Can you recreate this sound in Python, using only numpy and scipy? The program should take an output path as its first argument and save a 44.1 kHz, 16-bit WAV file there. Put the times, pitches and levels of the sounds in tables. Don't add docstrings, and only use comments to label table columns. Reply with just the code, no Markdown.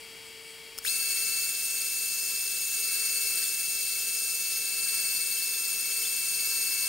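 import sys
import numpy as np
from scipy import signal
from scipy.fft import rfft, irfft, next_fast_len
from scipy.io import wavfile
from scipy.ndimage import uniform_filter1d, map_coordinates

SR = 44100
rng = np.random.default_rng(int(sys.argv[2]) if len(sys.argv) > 2 else 0)


def amplitude_ratio(level_db):
    exponent = np.asarray(level_db, float) / 20
    return 10 ** exponent


def waveform_to_disk(signal):
    frames = np.transpose(np.atleast_2d(signal))
    scaled = np.clip(frames, -1, 1) * 32767
    samples = np.round(scaled).astype(np.int16)
    wavfile.write(sys.argv[1], SR, samples)


N = 303408
TIME = np.arange(N) / SR

# [f/Hz, level/dB per Hz]
AIR = [(15, -63), (25, -15), (333, -15.5), (380, -14.5), (447, -8), (485, -17.5), (878, -18.5),
       (1500, -18.5), (1820, -18), (2080, -11.5), (2320, -14), (3050, -18), (3470, -20), (4670, -27.5),
       (15700, -22.5)]
# [f/Hz, width/Hz, level/dB]
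AIR_HUMPS = [(2252, 42, 9), (2340, 36, 4.5), (2720, 55, 7.5), (2910, 42, 9), (4740, 660, 15.5),
             (5600, 100, 3), (7800, 1200, 9), (9760, 630, 6.5)]
# [f/Hz, likeness/0-1]
AIR_ALIKE = [(60, 0.25), (180, 0.48), (550, 0.62), (1650, 1), (4970, 1), (15000, 0.84)]
# [f/Hz, left-right/dB]
AIR_LEAN = [(60, 0.5), (180, 0.36), (550, 0.87), (1650, 6.5), (4970, 4.2), (15000, 0.5)]
# [f/Hz, level/dB]
HUM = [(449.3, -59), (899, -69), (1799, -68), (2258, -66), (2686, -68), (3165, -66), (3266, -57),
       (3919, -71), (4572, -61), (4749, -69), (5400, -67), (9502, -69), (13550, -73)]
# [t/s, level/dB, length/s]
BRUSHES = [
    (.01, -57, .03),
    (.27, -56, .03),
    (.51, -56, .06),
]
BRUSH_REST_DB = -68

# [t/s, peak/dB, thump/dB]
RELAY = [
    (.7793, -26, -40),
    (.7862, -18, -47),
]
# [f/Hz, level/dB, 60 dB decay/s]
RELAY_CASE = [(1400, -10, .012), (2300, -11, .007), (3000, -11, .007), (3900, -10, .006), (5300, -3, .025),
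              (6500, -5, .006), (8300, -7, .015), (9500, -4, .006), (11500, -8, .005), (15500, -5, .008)]

# [t/s, peak/dB, f/Hz, 60 dB decay/s]
SWARF = [
    (3.44, -39, 3520, .07),
    (4.871, -35.5, 2680, .06),
    (5.37, -42.5, 3180, 0.092),
    (5.54, -39, 3550, 0.069),
    (5.87, -44, 5800, .05),
    (6.03, -38.5, 3180, .06),
    (6.05, -33, 3520, 0.052),
    (6.42, -58, 533, 0.17),
]

# [tool bites t/s, tool leaves t/s, depth/0-1]
CUTS = [
    (1.42, 2.715, 1),
    (3.395, 4.64, 0.84),
    (5.17, 6.26, 0.53),
]
BITE_S, LEAVE_S = 0.088, 0.21
CUT_HISS_DB, CUT_LOW_DB, CUT_STEP_DB, CUT_GAIN_DB = 0.78, -1.5, -6, -2
# [t/s, low tones/dB, hiss/dB]
JOLTS = [
    (1.36, 0, -0.5),
    (3.03, 2.5, -0.6),
    (3.43, 3, 0.5),
    (4.72, -3, -1.5),
    (4.82, 2.5, -.3),
    (5.24, 0, -0.7),
]
JOLT_S = 0.1
# [from t/s, to t/s, level reached/dB]
PULLS = [
    (1.6, 2.48, -60),
    (4.8, 7.2, -56),
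]
PULL_GROWS_DB, PULL_REST_DB = 8.5, -69

# [t/s, step rate f/Hz]
RUNUP = [
    (.83, 900),
    (0.846, 1350),
    (0.86, 2375),
    (0.878, 3800),
    (0.895, 4380),
    (0.93, 4450),
]
FULL_RATE_HZ, STEP_HZ, STEPS_PER_TURN = 4450, 4448.5, 240
# [t/s, level/dB]
START = [
    (.8, -49),
    (.83, -25),
    (.8455, -19),
    (.8495, -10.5),
    (.87, -5.5),
    (.9, -4.5),
]
# [t/s, f/Hz]
WHINE = [
    (0.88, 2637),
    (0.94, 2654),
    (6.8, 2650),
    (6.88, 2670),
]
# [f/Hz, level/dB per Hz]
RUMBLE = [(15, -34), (25, -5.5), (192, -4.5), (289, -3), (726, -5.5), (827, -8.5), (1200, -23), (1560, -33),
          (2640, -120)]

# [order/cycles per turn, level/dB]
HALF_STEP = [(119, -59), (120, -60), (121, -61)]
# [order/cycles per turn, level/dB]
STEP = [(238, -64), (239, -61), (239.5, -64), (240, -48), (241, -57), (243.6, -62)]
# [order/cycles per turn, level/dB]
DOUBLE_STEP = [(472, -57), (473, -57), (474, -56), (475, -56), (476, -54), (477, -53), (478, -51),
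               (479, -47), (480, -46), (481, -46), (482, -49), (483, -54), (484, -55)]
# [order/cycles per turn, level/dB]
TRIPLE_STEP = [(711, -59), (715, -60), (716, -56), (717, -55), (718, -55), (719.7, -60), (720.6, -57)]
# [order/cycles per turn, level/dB]
BELT = [(72, -69), (77.1, -73), (87, -71), (357.3, -58), (383.4, -57), (384, -58), (637, -62), (638, -63),
        (640, -63), (641, -61)]
# [trim/dB, left-right/dB, right lead/rad, share of cutting load]
HEARD = [
    (-0.5, 2.5, 0.52, 0.64),
    (1, 12, -2, 0.66),
    (1, 3, 0.47, 0.022),
    (1.5, -3, 0.5, .05),
    (2, 4, 1, .1),
]
RUNUP_GAIN = [
    -20,
    4,
    -5,
    -2,
    -30,
]

# [f/Hz, level/dB]
BETWEEN = [(600, -40), (1200, -24), (2500, -38), (5000, -16), (9000, -7), (15000, -11)]
# [f/Hz, width/Hz, level/dB, left-right/dB, right lead/rad]
FRAME_RESONANCES = [(1330, 70, -9, -2, 0.5), (1460, 120, -15, 0, 0.5), (1620, 90, -6, 1, 0.4), (1760, 160, -14, 3, 0.4),
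                    (2000, 100, -11, 5, 0.2), (2220, 60, -5, 3, 0.1), (2370, 160, -9, 2, 0), (2530, 110, -8, 2, 0),
                    (2780, 210, -10, 3, 0.0), (3190, 90, -6, 2, 0.0), (3540, 430, -9, 2, 0.0), (4000, 260, -5, 1, 0.0),
                    (4310, 50, -3, -3, 0.6), (4380, 100, -1, -9, 2.0),
                    (4460, 60, -1, 10, -2.3), (4750, 110, -2, 4, 0.3), (4970, 160, -3, 2, 0.3), (5220, 90, 6, 3, 0.3),
         (5350, 140, -2, 2, 0.2), (5790, 40, -2, 3, 0.2), (6020, 340, -5, 9, 0.2), (6230, 40, 2, 4, 0.2),
         (6360, 110, -3, 4, 0.5), (6630, 90, 5, 0, 0.6), (6690, 90, 3, 7, 0.5), (6920, 80, -2, -1, 0.1),
         (7120, 80, 4, 2, 0.4), (7250, 70, 3, 2, 0.3),
                    (7540, 90, -7, 4, 0.2), (7740, 110, -2, 3, 0.3), (7920, 70, -4, 2, 0.3), (8170, 100, -1, 2, 0.3),
        (8310, 90, -2, 2, 0.4), (8440, 80, 1, 1, 0.4), (8640, 80, 3, 3, 0.4), (8760, 100, 4, 2, 0.3),
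        (8900, 90, 7, 2, 0.4), (9040, 130, 1, 2, 0.3), (9290, 170, -2, 1, 0.3), (9460, 60, 0, 1, 0.3),
        (9650, 170, -2, 2, 0.2),
                    (10260, 170, 3, 1, 0.4), (11160, 100, -6, 0, 0.2), (11860, 80, -2, 0, 0.2),
          (12050, 150, -1, -2, 0.3), (12200, 120, -2, 0, 0.1), (13100, 480, -4, 1, 0.1),
          (13260, 180, 3, -2, 0.1), (13760, 80, -4, 0, 0.1), (14070, 340, -8, 0, 0.0),
          (14650, 230, -9, 0, 0.0), (15150, 320, -4, 0, 0.0), (15630, 160, 1, 0, 0.0),
          (15700, 60, -1, 0, 0)]


def unit(x):
    return x / np.sqrt(np.mean(x ** 2) + 1e-20)


def along(points, hz):
    f, v = np.transpose(points)
    return np.interp(np.log(hz + 1), np.log(f + 1), v)


def curves(rows):
    s, *cols = np.transpose(rows)
    return [np.interp(TIME, s, c) for c in cols]


def wobble(rate):
    return map_coordinates(rng.standard_normal(int(N * rate / SR) + 4), [TIME * rate])


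def noise():
    return rng.standard_normal(N)


def hump(hz, centre, width, power=2):
    return 1 / (1 + ((hz - centre) / width) ** power)


def filtered(x, response):
    m = next_fast_len(N + 8192)
    return irfft(rfft(x, m) * response(np.fft.rfftfreq(m, 1 / SR)), m)[..., :N]


def sides(db):
    return amplitude_ratio(np.array([db / 2, -db / 2]))


def placed(x, db):
    return sides(db)[:, None] * x


def pair(shape, alike):
    def mid_side(hz):
        turn = np.arccos(np.clip(alike(hz), -1, 1)) / 2
        return shape(hz) * np.array([np.cos(turn), np.sin(turn)])

    mid, side = filtered(rng.standard_normal((2, N)), mid_side)
    return unit(np.array([mid + side, mid - side]))


def fan_air():
    def shape(hz):
        humps = sum(db * hump(hz, c, w) for c, w, db in AIR_HUMPS)
        return amplitude_ratio(along(AIR, hz) + humps)

    air = pair(shape, lambda hz: along(AIR_ALIKE, hz))
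    air = filtered(air, lambda hz: sides(along(AIR_LEAN, hz)))
    return amplitude_ratio(-46.5 + 0.64 * wobble(2.9)) * air


def hum():
    out = 0
    for hz, db in HUM:
        level = amplitude_ratio(db + 3.5 + 0.65 * wobble(7.9))
        out = out + level * np.sin(2 * np.pi * hz * TIME + 0.7 * wobble(4.66))
    return placed(out, 1.5)


def belt_brush():
    hiss = unit(filtered(noise(), lambda hz: hump(hz, 8000, 300) + 0.98 * hump(hz, 9400, 300)))
    puffs = sum(amplitude_ratio(db) * np.exp(-((TIME - s) / length) ** 2) for s, db, length in BRUSHES)
    return (amplitude_ratio(BRUSH_REST_DB) + puffs) * hiss


def relay():
    out, t = np.zeros(N), TIME[:SR // 8]
    for s, db, thump_db in RELAY:
        ring = 0
        for hz, level, t60 in RELAY_CASE:
            ring = ring + amplitude_ratio(level + rng.normal(0, 1.2) - 60 * t / t60) * np.sin(2 * np.pi * hz * t)
        fade = amplitude_ratio(-60 * t / 0.0021) + 0.13 * amplitude_ratio(-60 * t / 0.027)
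        crack = fade * signal.lfilter([1, -.9], 1, rng.standard_normal(len(t)))
        thump = amplitude_ratio(thump_db + 15 - 60 * t / 0.066) * np.sin(2 * np.pi * 35 * t)
        onset = 1 - np.exp(-t / 0.00017)
        out[round(s * SR):][:len(t)] += amplitude_ratio(db - 6.5) * ((ring + 2.2 * crack) * onset + thump)
    return placed(out, 5.3)


def swarf():
    out, t = np.zeros(N + SR), TIME[:SR // 4]
    for s, db, hz, t60 in SWARF:
        level = amplitude_ratio(db + 11.5 - 60 * t / t60) * (1 - np.exp(-t / 0.0044))
        ping = level * np.sin(2 * np.pi * hz * t + 1.3 * wobble(147)[:len(t)])
        out[round(s * SR):][:len(t)] += ping
    return placed(out[:N], 2.)


def cutting():
    load = 0
    for bite, leave, depth in CUTS:
        rise, fall = (TIME - bite) / BITE_S, 1 - (TIME - leave) / LEAVE_S
        load = load + depth * np.clip(np.minimum(rise, fall), 0, 1)
    return load


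def rumble(on):
    low_noise = unit(filtered(noise(), lambda hz: amplitude_ratio(along(RUMBLE, hz))))
    return placed(amplitude_ratio(-48.0) * on * low_noise, 25.1) / 4


def feed_drive(on):
    level = amplitude_ratio(PULL_REST_DB)
    for start, end, db in PULLS:
        left = np.clip((end - TIME) / (end - start), 0, 1)
        level = level + amplitude_ratio(db - PULL_GROWS_DB * left) * (TIME > start) * (TIME < end)
    return on * level * unit(filtered(noise(), lambda hz: hump(hz, 1040, 35)))


def drive_whine():
    phase = 2 * np.pi * np.cumsum(curves(WHINE)[0]) / SR + 0.12 * wobble(30)
    whine = amplitude_ratio(-32.5 + 0.18 * wobble(13)) * np.sin(phase)
    return placed(whine * np.clip((TIME - .862) / 0.018, 0, 1), 4.7)


def frame_response(hz):
    power, lead = np.array([1, 1])[:, None] * amplitude_ratio(2 * along(BETWEEN, hz)), 0
    for c, w, db, pan_db, rad in FRAME_RESONANCES:
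        peak = amplitude_ratio(2 * db) / (1 + (2 * (hz - c) / w) ** 2) ** 1.5
        power = power + peak * sides(2 * pan_db)[:, None]
        lead = lead + peak * rad
    return np.sqrt(power) * np.exp(1j * np.array([-.5, .5])[:, None] * lead / power.mean(0))


def swelling(x, swell_db):
    z = signal.stft(x, nperseg=512)[2]
    field = uniform_filter1d(rng.standard_normal(z.shape[1:]), 14, 0)
    field = uniform_filter1d(field, 50, 1)
    return signal.istft(z * amplitude_ratio(swell_db * unit(field)), nperseg=512)[1][:, :N]


def shaken_frame(turns, on, cut):
    pattern = rng.standard_normal(2380)[(turns % 1 * 2380).astype(int)]
    throb = map_coordinates(rng.standard_normal(12), [turns % 1 * 12], mode="grid-wrap")
    rub = noise() + .25 * pattern
    rub *= amplitude_ratio(.5 * throb + 0.36 * wobble(60) + 0.13 * wobble(11) + 0.35 * wobble(300))
    apart = filtered(rng.standard_normal((2, N)),
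                     lambda hz: 0.18 + .5 * hump(hz, 0, 1800, 4) + 0.16 * hump(hz, 6000, 700))
    body = unit(filtered(on * (rub + apart), frame_response))
    low = filtered(body, lambda hz: hump(hz, 0, 2000, 8))
    jolt_db, jolt_hiss_db = sum(np.outer(db, np.exp(-((TIME - s) / JOLT_S) ** 2)) for s, *db in JOLTS)
    hiss = amplitude_ratio(CUT_HISS_DB * cut + jolt_hiss_db - 27.5) * swelling(body - low, swell_db=0.68)
    return hiss + amplitude_ratio(CUT_LOW_DB * cut + jolt_db - 28.5 + 0.51 * wobble(5.6)) * low


def step_tones(turns, speed, load_db):
    out, slow = 0, np.clip(12 * (1 - speed), 0, 1)
    families = (HALF_STEP, STEP, DOUBLE_STEP, TRIPLE_STEP, BELT)
    for family, (trim_db, pan_db, rad, share), slow_db in zip(families, HEARD, RUNUP_GAIN):
        strongest = max(family, key=lambda row: row[1])[0]
        lines = 0
        for order, db in family:
            phase = 2 * np.pi * (order * turns + (order - strongest) ** 2 / 9)
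            phase = phase + .25 * wobble(12) + .8 * slow * wobble(500)
            level = amplitude_ratio(db + 0.19 * wobble(14)) * (1 - slow * (order != strongest))
            lines = lines + level * np.sin(phase)
        lines *= amplitude_ratio(trim_db + share * load_db + slow * (slow_db + 4.9 * wobble(700)))
        port = sides(pan_db) * np.exp([-.5j * rad, .5j * rad])
        out = out + filtered(lines, lambda hz: port[:, None] + 0 * hz)
    return out * np.clip((TIME - .8485) / .0015, 0, 1)


def spindle():
    cut, on = cutting(), amplitude_ratio(curves(START)[0])
    speed = np.where(TIME < .93, curves(RUNUP)[0] / FULL_RATE_HZ, 1)
    speed = speed * (1 + .0002 * wobble(4) + .0002 * wobble(15))
    turns = np.cumsum(speed) * STEP_HZ / STEPS_PER_TURN / SR
    tones = on * amplitude_ratio(14) * step_tones(turns, speed, CUT_STEP_DB * cut + 3)
    return rumble(on) + feed_drive(on) + drive_whine() + shaken_frame(turns, on, cut) + tones


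def scene():
    return fan_air() + hum() + belt_brush() + relay() + swarf() + spindle()


def weak_moments(x):
    block = 1024
    band = filtered(x, lambda hz: hump(hz, 2985, 100, 14))
    power = band.mean(0) ** 2
    power = uniform_filter1d(power, 2 * block) / uniform_filter1d(power, SR)
    power = power[::block].repeat(block)[:N]
    running = TIME > .9
    weak = running * (power < np.quantile(power[running], .5))
    return uniform_filter1d(weak * 1., SR // 120) * band


def low_pass(x):
    return signal.sosfilt(signal.butter(12, 17010, fs=SR, output="sos"), x)


def record(dry):
    gain_db = np.clip((TIME - .85) / 0.064, 0, 1) * (-3.5 + CUT_GAIN_DB * cutting())
    x = filtered(dry * amplitude_ratio(gain_db), lambda hz: hump(hz, 0, 15740, 800))
    return low_pass(x - weak_moments(x))


dry = scene()
out = record(dry)
waveform_to_disk(out)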